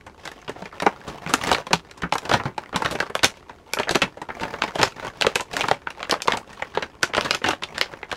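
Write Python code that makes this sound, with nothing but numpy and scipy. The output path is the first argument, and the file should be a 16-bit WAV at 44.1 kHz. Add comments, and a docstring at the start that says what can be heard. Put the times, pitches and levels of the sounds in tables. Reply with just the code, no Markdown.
"""Sharp plastic cracks, short rubbing strokes and hollow thumps, close up, over the faint air of a small shop.
Hands bend and pry open a stiff clear plastic pack on a card backing; creases snap through one by one.
Each snap mixes filtered noise bursts for crack, ringing patch and pushed air, plus a decaying sine for the patch.
Rubbing is random slips through resonances; flops of the whole shell are low sines that sag in pitch.
Close walls and shelves answer with a short echo of sparse random reflections."""
import sys
import numpy as np
from scipy import signal
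from scipy.io import wavfile

SR = 44100
rng = np.random.default_rng(int(sys.argv[2]) if len(sys.argv) > 2 else 0)


def master(y):
    """Save y as 16-bit WAV."""
    cut = np.clip(np.atleast_2d(y).T, -1, 1)
    pcm = np.round(cut * 32767)  # scale
    wavfile.write(sys.argv[1], SR, pcm.astype(np.int16))


N = 359900

# creases that stand out, levels before the layer trims, settling before each layer's stretch:
# t/s, patch level/dB, patch pitch f/Hz, crack relative to patch/dB, crack tilt/(dB per octave), settling/s
CREASE_SNAPS = [(0.0653, -38, 920, -12.5, 3, 0.0059), (0.2535, -35, 1520, -5, 4, 0.0043),
                (0.2758, -33.5, 1960, -4.5, 1.5, 0.0016), (.316, -40, 1800, -8.5, 5, 0.0042),
                (0.426, -49, 1700, -18, -3, 0.0012), (0.479, -32.5, 990, -4, -8.5, 0.0095),
                (0.494, -28, 410, -13.5, 4, 0.0037), (.5602, -37.5, 776, -23, -1, 0.0063),
                (0.6202, -35, 686, -13, 2, 0.0041), (0.6554, -35.5, 2380, -10, 1.5, 0.0046),
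                (0.7268, -39.5, 1190, -29, -4, 0.0061), (0.8011, -30, 1830, -2.5, 0, 0.0023),
                (0.8213, -23, 676, -12.5, 4, 0.0054), (.8642, -11.5, 810, -21, 2, 0.0027),
                (1.0795, -32.5, 432, -7.5, 2.5, 0.019), (1.2931, -26.5, 1143, -9.5, 3.5, 0.025),
                (1.3377, -14.5, 1250, -2.5, 4, 0.0026), (1.4366, -27.5, 1870, -5, 4.5, 0.0033),
                (1.470, -25.5, 1206, -4.5, 4.5, 0.01), (1.5153, -13, 870, -10.5, 3.5, 0.0017),
                (1.5279, -25, 945, 3, 1, 0.0059), (1.5469, -23, 2290, -2.5, -0.5, 0.0036),
                (1.6678, -32, 970, -6.5, 0.5, 0.0036), (1.7071, -26.5, 580, -19, 2, 0.009),
                (1.7314, -14.5, 960, -1, -.5, 0.0037), (1.912, -44, 1520, 0, 2, 0.0022),
                (1.976, -43.5, 1040, -5, 2.5, 0.0092), (2.0204, -32.5, 1840, -5, 0, 0.003),
                (2.032, -24, 1415, -15.5, -2, 0.0086), (2.1238, -18, 890, -6, -3, 0.002),
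                (2.1368, -35, 920, 2.5, 3.5, 0.0043), (2.1538, -21.5, 910, -18, 9, 0.0025),
                (2.182, -32, 2480, 0, 3.5, .002), (2.2526, -31, 910, -6.5, 1.5, .0065),
                (2.2938, -24, 1370, -7, 2.5, 0.0041), (2.3139, -17, 610, -11, -2, 0.0028),
                (2.326, -21.5, 1730, -4.5, 0.5, 0.02), (2.3371, -14.5, 940, -7.5, 0.5, 0.0055),
                (2.398, -27, 880, -16, -12, 0.0048), (2.4547, -26, 873, -14.5, 1.5, 0.012),
                (2.58, -24, 886, -13.5, 1, 0.0021), (2.728, -31.5, 980, -16, -6, 0.0038),
                (2.7431, -27, 1160, -8, -16, 0.011), (2.76, -22, 990, -2.5, 2, 0.0038),
                (2.8022, -34, 540, -26, -2, .003), (2.821, -21.5, 940, -17.5, 2.5, 0.0025),
                (2.8478, -24, 1362, -5, -2.5, 0.0088), (2.8594, -22, 1700, -5.5, 0, 0.0017),
                (2.9107, -27, 580, -4, 4.5, 0.015), (2.9528, -26, 387, -10.5, -1, 0.0028),
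                (3.0026, -19.5, 1690, -8.5, 1, 0.0023), (3.025, -26.5, 915, -16, 1, 0.003),
                (3.0993, -31.5, 397, -18, 5, 0.0043), (3.1521, -20.5, 1060, -7, 4, 0.0014),
                (3.1924, -37.5, 2350, 3, -3.5, 0.0016), (3.2334, -16.5, 1494, -2.5, 0, 0.005),
                (3.2442, -14.5, 2330, 2, 2.5, 0.0013), (3.4945, -35, 950, -15, -0.5, 0.0054),
                (3.7354, -25, 2420, 0.5, 6.5, 0.00089), (3.7703, -26, 650, -35, 0, 0.0024),
                (3.7875, -26.5, 2800, -1.5, -5, .0041), (3.798, -21, 447, -12, 2, 0.0029),
                (3.8325, -33, 2500, 2.5, -9, 0.0024), (3.872, -30, 650, -24, 0, 0.0022),
                (3.883, -29, 1400, -25, -12, 0.0012), (3.8927, -22, 1600, -4, 1, 0.0015),
                (3.909, -23, 328, -2.5, 3, 0.0057), (3.9481, -25, 1320, -1, -2, 0.0041),
                (3.955, -15.5, 340, -4.5, 1.5, 0.0034), (4.0185, -16, 2640, -3.5, -1, 0.0089),
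                (4.1717, -36, 500, -21, 3, 0.006), (4.216, -29.5, 860, -13.5, 4, 0.0054),
                (4.2882, -30.5, 900, -18, -0.5, 0.005), (4.303, -31, 1440, -15, -15, 0.0021),
                (4.4088, -28, 910, -9.5, 1.5, .02), (4.433, -29, 1640, -4.5, -0.5, 0.003),
                (4.5388, -29.5, 1610, -10, -1.5, 0.0026), (4.6207, -20.5, 1440, -2.5, -4.5, 0.00089),
                (4.637, -24, 870, -5.5, -3, 0.0043), (4.6781, -33, 2120, -6.5, 1, 0.0062),
                (4.7552, -24, 690, -11, 3.5, .003), (4.7906, -19.5, 877, -9.5, -1, 0.014),
                (4.815, -23, 875, -2.5, 0.5, 0.002), (4.8301, -13, 870, -3.5, 1, 0.0022),
                (4.9806, -38.5, 980, -25, 6, .004), (5.0255, -33, 560, -26, 0, 0.0077),
                (5.0481, -30.5, 900, -14, 4, 0.0027), (5.0683, -31.5, 915, -12, 4, 0.0026),
                (5.2117, -25, 970, 2.5, 0, 0.00079), (5.2216, -21, 2610, 1.5, -1, 0.0022),
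                (5.246, -21, 950, -24, -4, 0.0035), (5.2668, -14, 470, -7, -1, 0.0014),
                (5.3559, -19, 2580, -3, 4, 0.0037), (5.3967, -29, 930, -5, -2, .003),
                (5.4071, -29.5, 940, -2, 3, 0.0031), (5.531, -37, 1680, 2.5, 2.5, 0.012),
                (5.567, -24, 1700, -3.5, 3.5, 0.0021), (5.6086, -29.5, 2350, 6, -3, 0.0011),
                (5.6145, -32, 2460, 6.5, -2, 0.0044), (5.6398, -23, 1030, -17, -8, 0.0032),
                (5.6845, -21.5, 940, -7.5, 1.5, 0.0018), (5.7128, -13, 780, -13, 0, 0.0022),
                (5.8713, -24.5, 1690, -12.5, -11, .001), (5.904, -35, 2800, -7, 2, 0.0027),
                (6.003, -37, 910, -3, -12, 0.0017), (6.0291, -30, 1100, -2, -3.5, 0.0015),
                (6.051, -41, 1910, -1, -12, 0.0017), (6.0955, -25.5, 1800, -8, 2, 0.0026),
                (6.111, -29.5, 2500, 10, 2, 0.0013), (6.123, -18, 560, -17, 4, 0.002),
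                (6.1398, -23.5, 1210, -13, -2, 0.0012), (6.2034, -38.5, 1290, -8, -12, .0011),
                (6.22, -38.5, 2960, 10.5, 2.5, .0022), (6.2746, -32, 1300, 1, 3, 0.0015),
                (6.2813, -13.5, 1020, -10.5, -5.5, .0018), (6.3211, -24, 1810, 0.5, -4.5, 0.0012),
                (6.3345, -23, 880, -11, -0.5, 0.0073), (6.372, -29.5, 830, -4, 4.5, 0.0033),
                (6.53, -43.5, 1800, -5.5, 3.5, 0.0043), (6.622, -24, 2030, -13.5, -2.5, 0.0017),
                (6.7496, -32.5, 1630, -6, 0.5, 0.007), (6.7734, -18.5, 420, -14, -9, 0.0018),
                (6.824, -26, 1600, -3.5, -4.5, .006), (7.0302, -16, 1570, -4, 2.5, 0.0032),
                (7.095, -38.5, 700, -18, -4, 0.01), (7.1363, -25.5, 2110, -9, -7, 0.0011),
                (7.149, -24.5, 1420, -2, -4.5, .0018), (7.1677, -25, 590, -3, 0.5, 0.0022),
                (7.1777, -16.5, 1020, -11.5, -2, 0.0029), (7.2101, -29, 970, 3, 0.5, 0.00053),
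                (7.2477, -26.5, 1650, -3.5, 1.5, 0.011), (7.3087, -20, 2500, 1, 0.5, 0.0016),
                (7.339, -29.5, 1390, -6, -3, 0.002), (7.3474, -26, 2630, 0, 3, 0.0034),
                (7.417, -34, 437, -19, -3, 0.0025), (7.4412, -20.5, 1790, -6, -1, 0.0049),
                (7.4612, -23, 805, -1, -3, 0.021), (7.4865, -19, 830, -6, 2.5, .0035),
                (7.506, -24.5, 1300, -1.5, 0, 0.0063), (7.533, -27.5, 1220, -10, -13, 0.0011),
                (7.6226, -32, 1000, -7, -3, 0.0037), (7.635, -34, 1186, 7.5, -1, 0.0036),
                (7.747, -36, 1760, -1, -4, 0.059), (7.7806, -27, 1880, -2.5, 0.5, 0.0011),
                (7.813, -21.5, 3030, 5, -4.5, 0.00057), (7.936, -35, 420, -32, 5, .002),
                (8.0301, -31, 2070, -13, -14, 0.0015), (8.1149, -30, 1600, -.5, 0, 0.0027),
                (8.1261, -26.5, 1140, -10, 2, 0.0033)]
USUAL_HZ = 1010  # patch pitch of a usual crease


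def gain_of(db):
    """Decibels to amplitude."""
    return 10 ** (np.asarray(db) / 20)


def evened(x):
    """Scales to an rms of one."""
    return x / np.sqrt(np.mean(x ** 2) + 1e-20)


def read(points, hz):
    """Reads a table on a log-frequency axis."""
    f, value = np.transpose(points)
    return np.interp(np.log(hz + 1), np.log(f + 1), value)


def add(mix, s, sound):
    """Mixes a sound in at a time in seconds."""
    part = mix[max(round(s * SR), 0):][:len(sound)]
    part += sound[:len(part)]


def colour(x, points, ring_hz=1000, ring_db=0, octaves=0.25, tilt_db=0, size=2048):
    """Causal filter with the given spectrum, an optional resonance and a tilt of the treble."""
    hz = abs(np.fft.fftfreq(size, 1 / SR))
    db = read(points, hz)
    db += ring_db / (1 + (np.log2((hz + 1) / ring_hz) / octaves) ** 2)
    db += tilt_db * np.log2(np.clip(hz, 2500, 11000))
    # minimum phase: nothing sounds ahead of the input
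    spectrum = np.exp(np.conj(signal.hilbert(np.log(gain_of(db)))))
    taps = np.fft.ifft(spectrum).real
    return signal.fftconvolve(x, taps)[:len(x)]


def blow(x, db):
    """Gives a short sound the energy that this level holds over a hundredth of a second."""
    return gain_of(db) * x * np.sqrt(SR / 100 / (np.sum(x ** 2) + 1e-20))


def shop(level_db=-53):
    """Faint steady air of the shop, as coloured noise."""
    # air spectrum: f/Hz, relative level/dB
    shop_colour = [(25, -7), (55, 6), (110, -1), (200, -3), (400, 0), (850, -25), (2500, -29),
                   (7000, -31.5), (13000, -39.5), (16000, -71)]
    return gain_of(level_db) * evened(colour(rng.standard_normal(N), shop_colour))


def room(x, gap=0.004, size=8192):
    """Close walls and shelves answer within milliseconds; fresh random reflections per short grain."""
    # echo decay: f/Hz, t60/s
    echo_decay = [(100, 0.19), (300, 0.072), (900, 0.078), (2500, 0.089), (6000, 0.12), (14000, 0.12)]
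    out, length = np.zeros(N), SR // 3
    # overlapping grains with new reflections each, so no fixed colour builds up
    for start in range(0, N, size // 2):
        taps = rng.standard_normal(length) * (rng.random(length) < 4000 / SR)
        taps = taps * (np.arange(length) > gap * SR)
        hz, t, z = signal.stft(taps, SR, nperseg=256)
        decay = gain_of(-60 * t / read(echo_decay, hz)[:, None])
        tail = signal.istft(z * decay, SR)[1]
        part = x[start:start + size]
        grain = part * np.hanning(size)[:len(part)]
        add(out, start / SR, signal.fftconvolve(grain, tail / np.linalg.norm(tail)))
    return out


def rubbing():
    """Strength of rub and fizz: each stroke swells and fades in an arch, and each snap jolts the sheets."""
    # strokes of the sheets sliding under the fingers, fizz before the layer trim:
    # start t/s, length/s, level/dB, edge fizz relative to the rub/dB
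    strokes = [(0.17, 0.31, -47, 5.5), (.5, .2, -46.5, 2.5), (0.714, 0.39, -45, -0.5),
               (1.034, 0.18, -39, 0.5), (1.211, 0.17, -36, 0.5), (1.372, 0.25, -29, 1.5),
               (2.174, 0.35, -37.5, -3.5), (2.593, 0.13, -47.5, -15), (2.73, .36, -36, 2),
               (3.344, 0.062, -45, 6.5), (3.66, 0.49, -43.5, 2), (4.3, 0.47, -36, -2.5),
               (4.742, 0.19, -38, 9), (4.95, 0.17, -37, 1.5), (5.12, 0.25, -43, 1.5),
               (5.498, 0.25, -31.5, 3.5), (5.95, 0.22, -43.5, 0), (6.242, 0.19, -36.5, -13),
               (6.437, 0.45, -45, 2.5), (6.67, 0.16, -52.5, -7), (7.14, 0.26, -35, 4),
               (7.42, 0.14, -38.5, 7.5), (7.64, 0.42, -43, -1.5), (8.082, 0.15, -46.5, 7)]
    peak, roundness = 0.35, 0.56  # share of a stroke at its fastest; how pointed its arch is
    grip_db = -54.5  # the held sheets never lie quite still
    shift_db, shift_s = -27, 0.065  # shift relative to the snap's listed level; decay time constant
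    rub, fizz, t = np.zeros(N), np.zeros(N), np.arange(SR // 2) / SR
    for start, length, db, fizz_db in strokes:
        speed = np.sin(np.pi / 2 * np.interp(t / length, [0, peak, 1], [0, 1, 0]))
        stroke = gain_of(db) * speed ** roundness
        add(rub, start, stroke ** 2)
        add(fizz, start, (gain_of(fizz_db) * stroke) ** 2)
    shift = np.full(N, gain_of(grip_db) ** 2)
    for s, db, *_ in CREASE_SNAPS:
        add(shift, s, (gain_of(db + shift_db) * np.exp(-t / shift_s)) ** 2)
    return np.sqrt(rub + shift), np.sqrt(fizz + shift)


def slips(per_s, spread_db, smooth, settle):
    """Tiny stick-slip releases of uneven size, each a short shiver, over a smooth hiss."""
    chance, size = rng.random(N), np.minimum(rng.exponential(1, N), 3)
    releases = (chance < per_s / SR) * gain_of(spread_db * size) ** 2
    power = signal.lfilter([1], [1, -np.exp(-1 / (settle * SR))], releases)
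    return np.sqrt(power / power.mean() + smooth ** 2) * rng.standard_normal(N)


def sliding(level_db=0, fizz_db=-9, count=8):
    """Slips ring patches of many sizes as the sheets rub; their sharp edges fizz."""
    # spectra of the rubbed sheets and of their edges: f/Hz, relative level/dB
    rub_colour = [(40, -8), (150, 2), (450, -1.5), (950, -1), (1600, -8.5), (2400, -10.5), (4000, -32)]
    fizz_colour = [(1200, -28), (2100, 2), (2700, 8), (4000, -1.5), (7000, -8), (10000, -16), (14000, -16),
                   (16000, -51)]
    body, edges = np.zeros(N), np.zeros(N)
    for hz in np.geomspace(450, 2200, count):
        ticks = slips(per_s=45, spread_db=5.5, smooth=0.44, settle=0.0014)
        body += colour(ticks, rub_colour, ring_hz=hz, ring_db=14.0, octaves=0.14)
        edges += colour(ticks, fizz_colour, ring_hz=2.8 * hz, ring_db=11)
    rub, fizz = rubbing()
    return gain_of(level_db) * (rub * evened(body) + gain_of(fizz_db) * fizz * evened(edges))


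def flops(level_db=-1, t60=0.088, rise=0.00083):
    """The lowest mode of the shell, sagging as it relaxes and damped by the hands."""
    # whole-shell flops: t/s, level before trim, rise and decay/dB, relaxed pitch f/Hz
    flop_events = [(.621, -28.5, 173), (0.867, -19, 194), (1.08, -28, 157), (1.263, -24, 160),
                   (1.336, -20, 244), (1.732, -16, 167), (2.034, -19.5, 173), (2.335, -23, 202),
                   (2.455, -16, 133), (2.757, -15.5, 166), (3.952, -20, 267), (5.712, -26, 107)]
    sag, sag_s = 0.22, 0.0064  # the bent shell starts stiffer: extra share of pitch; time to relax
    out, t = np.zeros(N), np.arange(SR // 4) / SR
    stretched = t + sag * sag_s * (1 - np.exp(-t / sag_s))
    for s, db, hz in flop_events:
        envelope = gain_of(db + level_db - 60 * t / t60) * (1 - np.exp(-t / rise))
        add(out, s, envelope * np.sin(2 * np.pi * hz * stretched))
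    return out


def shiver(t, settle, kick):
    """A first jolt, then bending waves that bounce about the sheet and die, as decaying noise."""
    waves = rng.standard_normal(len(t)) * np.exp(-t / settle)
    waves /= np.linalg.norm(waves)
    waves[0] += kick * rng.choice([-1, 1])
    return waves


def crumple(t, lead, share, decay):
    """The crease creaks a few times just before it gives, and its neighbours tick as it settles."""
    chance, size = rng.random(len(t)), rng.standard_normal(len(t))
    ticks = (chance < 500 / SR) * size * np.exp(np.where(t < 0, t / lead, -t / decay))
    return share * ticks


def lesser_creases(count=200):
    """Small snaps at random moments, as strong as the rubbing that frees them."""
    per_s, relative_db, spread_db = 14, 0.5, 4  # mean rate; level relative to the rub, before trims
    low_hz, high_hz = 794, 2340
    crack_db, tilt_db, settle_s = -11.5, 1, 0.00086  # crack before trim; tilt per octave; unstretched
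    level_db, rows = 20 * np.log10(rubbing()[0]), []
    for chance, when, size, pitch in rng.random((count, 4)):
        if chance < per_s * N / SR / count:
            db = level_db[int(when * N)] + relative_db + spread_db * (2 * size - 1)
            hz = low_hz * (high_hz / low_hz) ** pitch
            rows.append((when * N / SR, db, hz, crack_db, tilt_db, settle_s))
    return rows


def radiated(hz):
    """Colour of the shell around a patch: a small patch radiates poorly below its pitch."""
    # shell spectrum: f/Hz, relative level/dB
    shell_colour = [(150, -23), (280, -8.5), (380, 1), (560, 4.5), (700, 0), (880, 3), (1150, -1.5),
                    (1500, 0), (2300, -7.5), (2900, -15), (5000, -52.5)]
    small_hz, slope_db, most_octaves = 1530, -2, 1.65  # full loss from this pitch up; per octave; range
    small = np.clip(np.log2(hz / USUAL_HZ) / np.log2(small_hz / USUAL_HZ), 0, 1)
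    return [(f, db + small * slope_db * np.clip(np.log2(hz / f), 0, most_octaves))
            for f, db in shell_colour]


def pushed(db, hz, settle):
    """Air level against the listed patch: a slow, gentle buckle of a large patch pushes more."""
    push_db, most_db = -10, -1  # for a usual crease; upper limit
    usual_db, usual_settle_s = -23.5, 0.0032
    slow_db, pitch_db, per_db = 4.5, -1.5, -0.02  # per doubling of settling; per octave; per dB of level
    push = push_db + slow_db * np.log2(settle / usual_settle_s)
    push += pitch_db * np.log2(hz / USUAL_HZ) + per_db * (db - usual_db)
    return min(push, most_db)


def snaps(patch_db=1.95, crack_db=1.49, tone_db=-5.5, push_slow=2.28, patch_slow=1.83, crack_slow=1.0,
          rise=0.00073, size=3584):
    """Each crease cracks at once; the patch around it and the air it pushes follow more slowly."""
    # spectra of the pushed air and of the crack: f/Hz, relative level/dB
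    push_colour = [(25, -17.5), (70, -5), (160, -1), (290, 0), (400, -2), (800, -57)]
    crack_colour = [(1200, -35.5), (2100, 0), (2700, 5), (3800, 1.5), (5000, -4), (7000, -9.5),
                    (9000, -15.5), (12000, -23.5), (14500, -30), (16000, -52)]
    # a sharper crease cracks higher; every one differs a little
    usual_crease_hz, octaves_per_tilt, spread_octaves = 3860, 0.28, 0.32
    out, t = np.zeros(N), np.arange(size) / SR
    early = SR // 100  # samples of creaking ahead of the snap
    around = np.arange(-early, size) / SR
    swell = 1 - np.exp(-t / rise)

    def after_creaks(x):
        return np.pad(x, (early, 0))

    for s, db, hz, crack, tilt, settle in CREASE_SNAPS + lesser_creases():
        settle = max(settle, 1 / SR)
        ticks = crumple(around, lead=0.0037, share=0.079, decay=0.023)

        waves = after_creaks(shiver(t, settle * patch_slow, kick=0) * swell) + ticks
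        ringing = colour(waves, radiated(hz), ring_hz=hz, ring_db=5.5, octaves=0.3)
        # the main mode of the patch
        tone = np.sin(2 * np.pi * hz * t) * np.exp(-t / (settle * 1.23)) * swell
        patch = blow(ringing, 0) + blow(after_creaks(tone), tone_db)

        air = colour(after_creaks(shiver(t, settle * push_slow, kick=0.32)), push_colour)

        fracture = after_creaks(shiver(t, settle * crack_slow, kick=0.22)) + ticks
        octaves_up = octaves_per_tilt * tilt + spread_octaves * rng.uniform(-1.15, 1)
        crease_hz = usual_crease_hz * 2 ** octaves_up
        edge = colour(fracture, crack_colour, ring_hz=crease_hz, ring_db=4.5, octaves=0.38, tilt_db=tilt)

        snap = blow(patch, db + patch_db)
        snap += blow(air, db + pushed(db, hz, settle))
        snap += blow(edge, db + crack + crack_db)
        add(out, s - early / SR, snap)
    return out


def scene(room_db=-8):
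    """The pack, its echo and the quiet shop."""
    pack = snaps() + flops() + sliding()
    return (pack + gain_of(room_db) * room(pack) + shop())[None]


def record(dry, ceiling=0.78):
    """Rounds off the loudest peaks, then limits the band."""
    edge_hz = 15900
    held = dry / (1 + (dry / ceiling) ** 4) ** (1 / 4)
    lowpass = signal.firwin(255, edge_hz, window=("kaiser", 9), fs=SR)
    return signal.oaconvolve(held, lowpass[None], "same")


dry = scene()
out = record(dry)
master(out)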